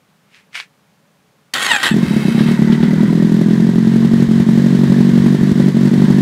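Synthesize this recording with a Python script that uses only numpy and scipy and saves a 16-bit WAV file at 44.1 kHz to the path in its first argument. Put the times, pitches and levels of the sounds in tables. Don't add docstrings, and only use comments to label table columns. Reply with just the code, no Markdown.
import sys
import numpy as np
from scipy import signal
from scipy.fft import rfft
from scipy.io import wavfile
from scipy.ndimage import uniform_filter1d

SR = 44100
rng = np.random.default_rng(int(sys.argv[2]) if len(sys.argv) > 2 else 0)


def invert_db(level):
    return 10 ** (np.asarray(level, dtype=float) / 20)


def materialize(psi):
    bounded = np.clip(np.atleast_2d(psi).T, -1, 1)
    quanta = np.round(bounded * 32767).astype(np.int16)
    wavfile.write(sys.argv[1], SR, quanta)


N = 273861
T = np.arange(N) / SR

# (time [s], firing rate [Hz])
SPEED_HZ = [(1.9147, 32.75), (1.98, 48.73), (2.06, 40.73), (2.34, 32.76), (2.44, 39.49), (2.62, 37.74),
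            (3.1, 41.44), (3.3, 40.54), (4.2, 46.86), (4.7, 46.48), (5.2, 46.87), (5.5, 48.91),
            (6.21, 48.43)]
# (time [s], change from usual [dB])
UNEVEN_FIRINGS = [(2.011, -6), (2.059, -12), (2.091, -6), (2.139, -4), (2.225, -16), (2.315, -16),
                  (2.565, -12), (2.78, -3), (3.153, 3), (3.249, 3), (3.344, 4), (3.532, 4), (3.625, 3),
                  (4.093, -5), (4.245, -3), (4.271, -16), (4.444, -11), (5.368, -3), (5.389, -3),
                  (5.53, -10), (5.703, -7), (5.724, -12), (5.873, 3), (5.899, -16), (6.041, 4), (6.061, -7)]
# (frequency [Hz], width [Hz], level [dB])
CASE_MODES = [(851, 31, -6), (1590, 50, -3), (1890, 88, 0), (2500, 23, -10), (2670, 37, -6), (3010, 50, -7),
              (3220, 55, -4), (3500, 23, -8), (3680, 57, -8), (6550, 70, -17), (7650, 130, -15),
              (7960, 53, -16), (9770, 50, -19), (10600, 74, -25)]
# (frequency [Hz], density [dB per Hz])
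GRIND_SPECTRUM = [(40, -65), (88, -44), (150, -1.5), (400, -12.5), (620, -15), (827, -6), (1870, 2.5),
                  (2360, -5), (3280, 0), (5650, -14), (7710, -46), (15500, -44.5)]
CYLINDER_CRACK_DB = [-8, -6, 0., -9]
# (time [s], tooth rate [Hz], relative level [dB])
WHINE_TRACK = [(1.56, 1008, -30), (1.635, 1141, -13.5), (1.69, 1039, -12), (1.715, 955, 1.5),
               (1.73, 870, -9.5), (1.75, 846, -4), (1.775, 777, -13), (1.82, 750, -24), (1.84, 1024, -12),
               (1.94, 865, -19.5)]


def evened(x):
    return x / np.sqrt(np.mean(x ** 2) + 1e-20)


def curve(rows, column=1, outside=-120):
    rows = np.asarray(rows, float)
    return np.interp(T, rows[:, 0], rows[:, column], outside, outside)


def noise():
    return rng.standard_normal(N)


def drift(samples):
    return evened(uniform_filter1d(noise(), size=samples))


def colour(x, points):
    hz, db = np.transpose(points)
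    bin_hz = abs(np.fft.fftfreq(16384, 1 / SR))
    log_gain = np.log(invert_db(np.interp(np.log(bin_hz + 1), np.log(hz), db)))
    taps = np.fft.ifft(np.exp(np.conj(signal.hilbert(log_gain)))).real[:4096]
    return signal.oaconvolve(x, taps / np.linalg.norm(taps))[:N]


def ring(x, modes):
    out = np.zeros(N)
    for hz, width_hz, db in modes:
        r = np.exp(-np.pi * width_hz / SR)
        poles = [1, -2 * r * np.cos(2 * np.pi * hz / SR), r * r]
        out += invert_db(db) * signal.lfilter([1 - r * r], poles, x) * hz / SR
    return out


def grains(per_s, spread_db):
    chance, size, sign = rng.random((N, 3)).T
    height = invert_db(-abs(spread_db) * np.log(size + .01))
    return evened((chance < per_s / SR) * np.sign(sign - .5) * height)


def spikes(rows):
    out = np.zeros(N)
    for s, db in rows:
        out[round(s * SR)] = invert_db(db)
    return out


def fading(x, t60):
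    return signal.lfilter([1], [1, -np.exp(-np.log(1000) / (t60 * SR))], x)


def delayed(x, samples):
    return np.r_[np.zeros(samples), x[:-samples]]


def stroke(start, hold, db, rise, fall_db_per_s):
    return np.clip((T - start) / rise, 0, 1) * invert_db(db - fall_db_per_s * np.maximum(T - start - hold, 0))


def settling(early_db, settled_db):
    return invert_db(np.interp(T, (3.1, 3.22), (early_db, settled_db)))


def surplus(t60):
    pushes = spikes(UNEVEN_FIRINGS)
    return fading(pushes - (pushes > 0), t60)


def crank():
    push_hz, recover_t60_s = 3.76, .5
    return np.cumsum(curve(SPEED_HZ, outside=0) + push_hz * surplus(recover_t60_s)) / SR


def yard():
    # (frequency [Hz], density [dB per Hz])
    hum_spectrum = [(15, -76), (25, -47.5), (122, -9.5), (160, -1), (281, -13.5), (399, -19), (433, -8.5),
                    (469, -18), (567, -12), (631, -16.5), (1200, -17.5), (15500, -36.5)]
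    return invert_db(-56.5) * colour(noise(), hum_spectrum)


def shoe():
    # (time of peak [s], peak level [dB], rise [dB/s])
    scuffs = [(0.355, -47, 300), (0.556, -27, 921.5)]
    # (frequency [Hz], density [dB per Hz])
    grit = [(60, -74), (300, -25), (800, -15), (1500, -2), (2300, 4.5), (3300, -3.5), (6000, -13),
            (10000, -20.5), (15500, -36)]
    # (time [s], relative level [dB])
    snap_events = [(0.531, -27), (0.3461, -31), (0.5464, -21), (0.5536, -10), (0.5604, -13), (0.5764, -16),
                   (0.6005, -9), (0.6064, -13)]
    fade_db, fade_s = 23.5, 0.0975
    levels_db = []
    for s, db, rise in scuffs:
        levels_db.append(db + np.where(T < s, rise * (T - s), -fade_db * ((T - s) / fade_s) ** 2))
    rub = colour(grains(per_s=5000, spread_db=1.0), grit) * invert_db(np.max(levels_db, axis=0))
    bursts = fading(spikes(snap_events), t60=.008) * noise()
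    snaps = colour(bursts, grit[:7] + [(9000, -40)]) * .6
    return rub + snaps


def gear_grind(teeth, flutter_db):
    # (start [s], hold [s], relative level [dB])
    heaves = [(1.536, 0.228, -18.5), (1.827, 0.049, -14)]
    rise_s, fall_db_per_s, between_db = 0.006, 322, -24.5
    strokes = [stroke(*row, rise_s, fall_db_per_s) for row in heaves]
    between = invert_db(between_db) * (T > heaves[0][0]) * (T < heaves[-1][0])
    load = 1.31 * np.max(strokes + [between], axis=0)
    grind = 0.5 * evened(ring(teeth, CASE_MODES[:11])) + 0.41 * colour(teeth, GRIND_SPECTRUM)
    excess_hz = np.maximum(curve(WHINE_TRACK, outside=900) - 1046, 0)
    fizz = invert_db(-17.5 + 0.0749 * excess_hz)
    fizz = fizz * colour(teeth, [(4500, -28), (6500, 5.5), (9000, 6.5), (15300, -15.0)])
    return load * (invert_db(0.58 * flutter_db) * grind + fizz)


def gear_whine(flutter_db):
    harmonics_db = [-4.5, 0.5, -2.5, -5, -14.5, 11, -6, 0, 4, -6, -10]
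    wobble = 1 + .022 * drift(250)
    turns = np.cumsum(curve(WHINE_TRACK, outside=900) * wobble) / SR
    load = invert_db(curve(WHINE_TRACK, column=2) + flutter_db)
    lines = [invert_db(db) * np.sin(2 * np.pi * (k + 1) * turns) for k, db in enumerate(harmonics_db)]
    wide_modes = [(hz, 1.9 * width_hz, db / 2) for hz, width_hz, db in CASE_MODES]
    return 0.24 * load * sum(lines[:5]) + 0.97 * ring(load * sum(lines), wide_modes)


def pinion_clunks():
    # (time [s], relative level [dB])
    clunks = [(1.538, -3), (1.831, -7)]
    body = colour(noise(), [(50, -50), (300, -17), (1500, -6), (4000, 2), (15000, -17.5)])
    return fading(spikes(clunks), t60=0.036) * body * 0.36


def freewheel(teeth):
    # (frequency [Hz], width [Hz], level [dB])
    clutch_modes = [(1640, 220, 9), (2170, 100, 16.5), (2620, 120, 13), (3100, 180, 6), (3820, 96, 11.5),
                    (4670, 60, 6), (7700, 200, -14)]
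    start_s, end_s, swell_s = 2, 2.5, 0.07
    rasp = colour(teeth, [(1500, -1.5), (4000, 0.5), (6500, -9), (9500, -3.5), (15300, -18)])
    spin = .5 * evened(ring(teeth, clutch_modes)) + 0.18 * rasp
    gain = stroke(start_s - swell_s, end_s - start_s + swell_s, -27, 2 * swell_s, fall_db_per_s=97.5)
    return spin * gain * (T > start_s)


def starter():
    teeth = grains(per_s=2500, spread_db=3.0)
    flutter_db = 3.0 * drift(250)
    total = gear_grind(teeth, flutter_db) + gear_whine(flutter_db) + pinion_clunks() + freewheel(teeth)
    housing = signal.butter(4, 110, "highpass", fs=SR, output="sos")
    return signal.sosfilt(housing, total)


def firings():
    cylinders_db = [-1.5, -1.2, 0., -3.9]
    jitter_s = .0002
    turns = crank()
    at = np.searchsorted(turns, np.arange(int(turns[-1]) + 1) + 1e-6)
    db = np.resize(cylinders_db, len(at))
    for s, change_db in UNEVEN_FIRINGS:
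        db[np.argmin(abs(at / SR - s))] += max(change_db, -9.5)
    luck = np.clip(rng.standard_normal((len(at), 4)), -2, 2)
    at = at + np.round(jitter_s * SR * luck[:, 3]).astype(int)
    bright = invert_db(np.resize(CYLINDER_CRACK_DB, len(at)))
    strength = invert_db(db + .65 * luck[:, 0])
    trains = np.zeros((4, N))
    trains[:, at - 110] = strength * np.c_[np.ones(len(at)), luck[:, 1:3], bright].T
    return trains


def exhaust(trains):
    # (frequency [Hz], level [dB])
    pipe = [(60, -34.5), (112, -21.5), (140, 1), (185, 3.5), (228, 7), (258, -7), (290, -6.5), (350, -9.5),
            (415, -12.5), (470, -34.5), (560, -37.5), (700, -33), (1000, -48), (2000, -79)]
    # (frequency [Hz], level [dB])
    return_band = [(150, -23.5), (250, -8.5), (300, 1.5), (420, -3), (480, -36), (1000, -20)]
    # (time [s], level against a firing [dB])
    unfired_puffs = [(1.728, -23), (1.852, -24)]
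    thump_db, upper_hz, upper_share = -1, (265, 460), .5
    fire, sharp, late, bright = trains
    impulse = spikes([(0, 0)])
    shape = fire + 3 * np.gradient(sharp) + .2 * delayed(late, 400)
    back = delayed(fire, 774)
    return_peak = abs(rfft(colour(impulse, return_band)[:4096])).max()
    shape += invert_db(-10.5) * colour(back, return_band) / return_peak
    upper = signal.butter(2, upper_hz, "bandpass", fs=SR, output="sos")
    relative_bright = bright / invert_db(np.array(CYLINDER_CRACK_DB)).mean()
    shape += upper_share * signal.sosfiltfilt(upper, relative_bright - fire)
    shape += spikes(unfired_puffs)
    thump = -invert_db(thump_db) * colour(shape, pipe) / abs(colour(impulse, pipe)).max()
    churn = colour(noise(), pipe) * fading(fire, t60=.35) * settling(early_db=-23.5, settled_db=-28)
    return thump + churn


def gas_hiss(fire):
    # (frequency [Hz], density [dB per Hz])
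    hiss = [(260, -18), (450, 3.5), (553, 0), (605, -35.5), (681, -2), (801, -18.5), (901, -2),
            (1320, -9.5), (1810, -2.5), (2540, -14.5), (3730, -11), (13500, -32), (15400, -34)]
    puff = fading(uniform_filter1d(fire, size=120), t60=0.22)
    return colour(grains(per_s=8100, spread_db=1.0), hiss) * (.5 + evened(puff) * 0.35)


def firing_crack(bright):
    # (frequency [Hz], density [dB per Hz])
    crack_spectrum = [(350, -33), (560, 10), (680, -6), (900, -10), (1400, -13.5), (4500, -17.5),
                      (8000, -22), (15300, -32)]
    # (frequency [Hz], level [dB])
    bark = [(300, -45), (480, -14), (570, 0), (690, 0), (800, -14), (1500, -40)]
    front = fading(signal.lfilter(np.ones(240), 1, bright), t60=.045)
    burst = colour(noise(), crack_spectrum) * evened(front) * invert_db(-9.0)
    return burst + evened(colour(bright, bark)) * invert_db(-11.0)


def case_rattles():
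    # (time [s], relative level [dB])
    rattles = [(2.3153, -32), (2.39, -18.5), (2.4774, -22.5), (2.7212, -20), (2.827, -21), (3.01, -31),
               (3.5006, -28.5), (4.206, -38), (5.092, -37)]
    return fading(spikes(rattles), t60=0.19) * colour(noise(), GRIND_SPECTRUM) * 0.46


def flutter_rattle():
    # (frequency [Hz], width [Hz], level [dB])
    flutter_modes = [(1956, 140, 0), (1490, 200, -4), (980, 52, -12)]
    clicks = grains(per_s=400, spread_db=3.0)
    return evened(ring(clicks, flutter_modes)) * settling(early_db=-36, settled_db=-50) * (crank() > 20)


def gas_buffet():
    # (time [s], level [dB])
    buffet_level = [(1.9, -37), (2.5, -42), (3.2, -44), (4.2, -34), (6.3, -32.5)]
    lumps = invert_db(6.5 * drift(2000))
    low = colour(noise(), [(15, -33.0), (40, -4), (70, 4.5), (110, 8.5), (200, -48), (500, -93)])
    return invert_db(curve(buffet_level)) * low * evened(lumps)


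def running(fire, bright):
    # (time [s], level [dB])
    running_level = [(1.94, -29.5), (2.4, -30.5), (2.9, -33), (3.7, -34), (4.2, -31.5), (6.21, -31)]
    miss_dip_db, miss_dip_t60_s = 3.5, 0.2
    clatter = evened(ring(grains(per_s=2500, spread_db=2.0), CASE_MODES)) * invert_db(-11.0)
    gain = invert_db(curve(running_level) + miss_dip_db * surplus(miss_dip_t60_s))
    engine = gain * (gas_hiss(fire) + firing_crack(bright) + clatter)
    return engine + case_rattles() + flutter_rattle() + gas_buffet()


def whistle():
    order = 23.3
    gate = np.exp(-((crank() % 4 - .55) / .45) ** 2) * (crank() > 4)
    waver = 1 + .02 * drift(900)
    cycles = np.cumsum(order * curve(SPEED_HZ, outside=0) * waver) / SR
    return settling(early_db=-31, settled_db=-40.5) * gate * np.sin(2 * np.pi * cycles)


def scene():
    trains = firings()
    engine = exhaust(trains) + running(trains[0], trains[3]) + whistle()
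    return (yard() + shoe() + starter() + engine)[None]


def low_pass(x):
    return signal.sosfilt(signal.butter(12, 16090, fs=SR, output="sos"), x)


def record(dry):
    over = np.maximum(abs(dry) - .7, 0)
    rounded = dry - np.sign(dry) * (over - .27 * np.tanh(over / .27))
    limited = signal.oaconvolve(rounded, signal.firwin(255, 15700, fs=SR)[None], "same")
    return low_pass(limited)


dry = scene()
out = record(dry)
materialize(out)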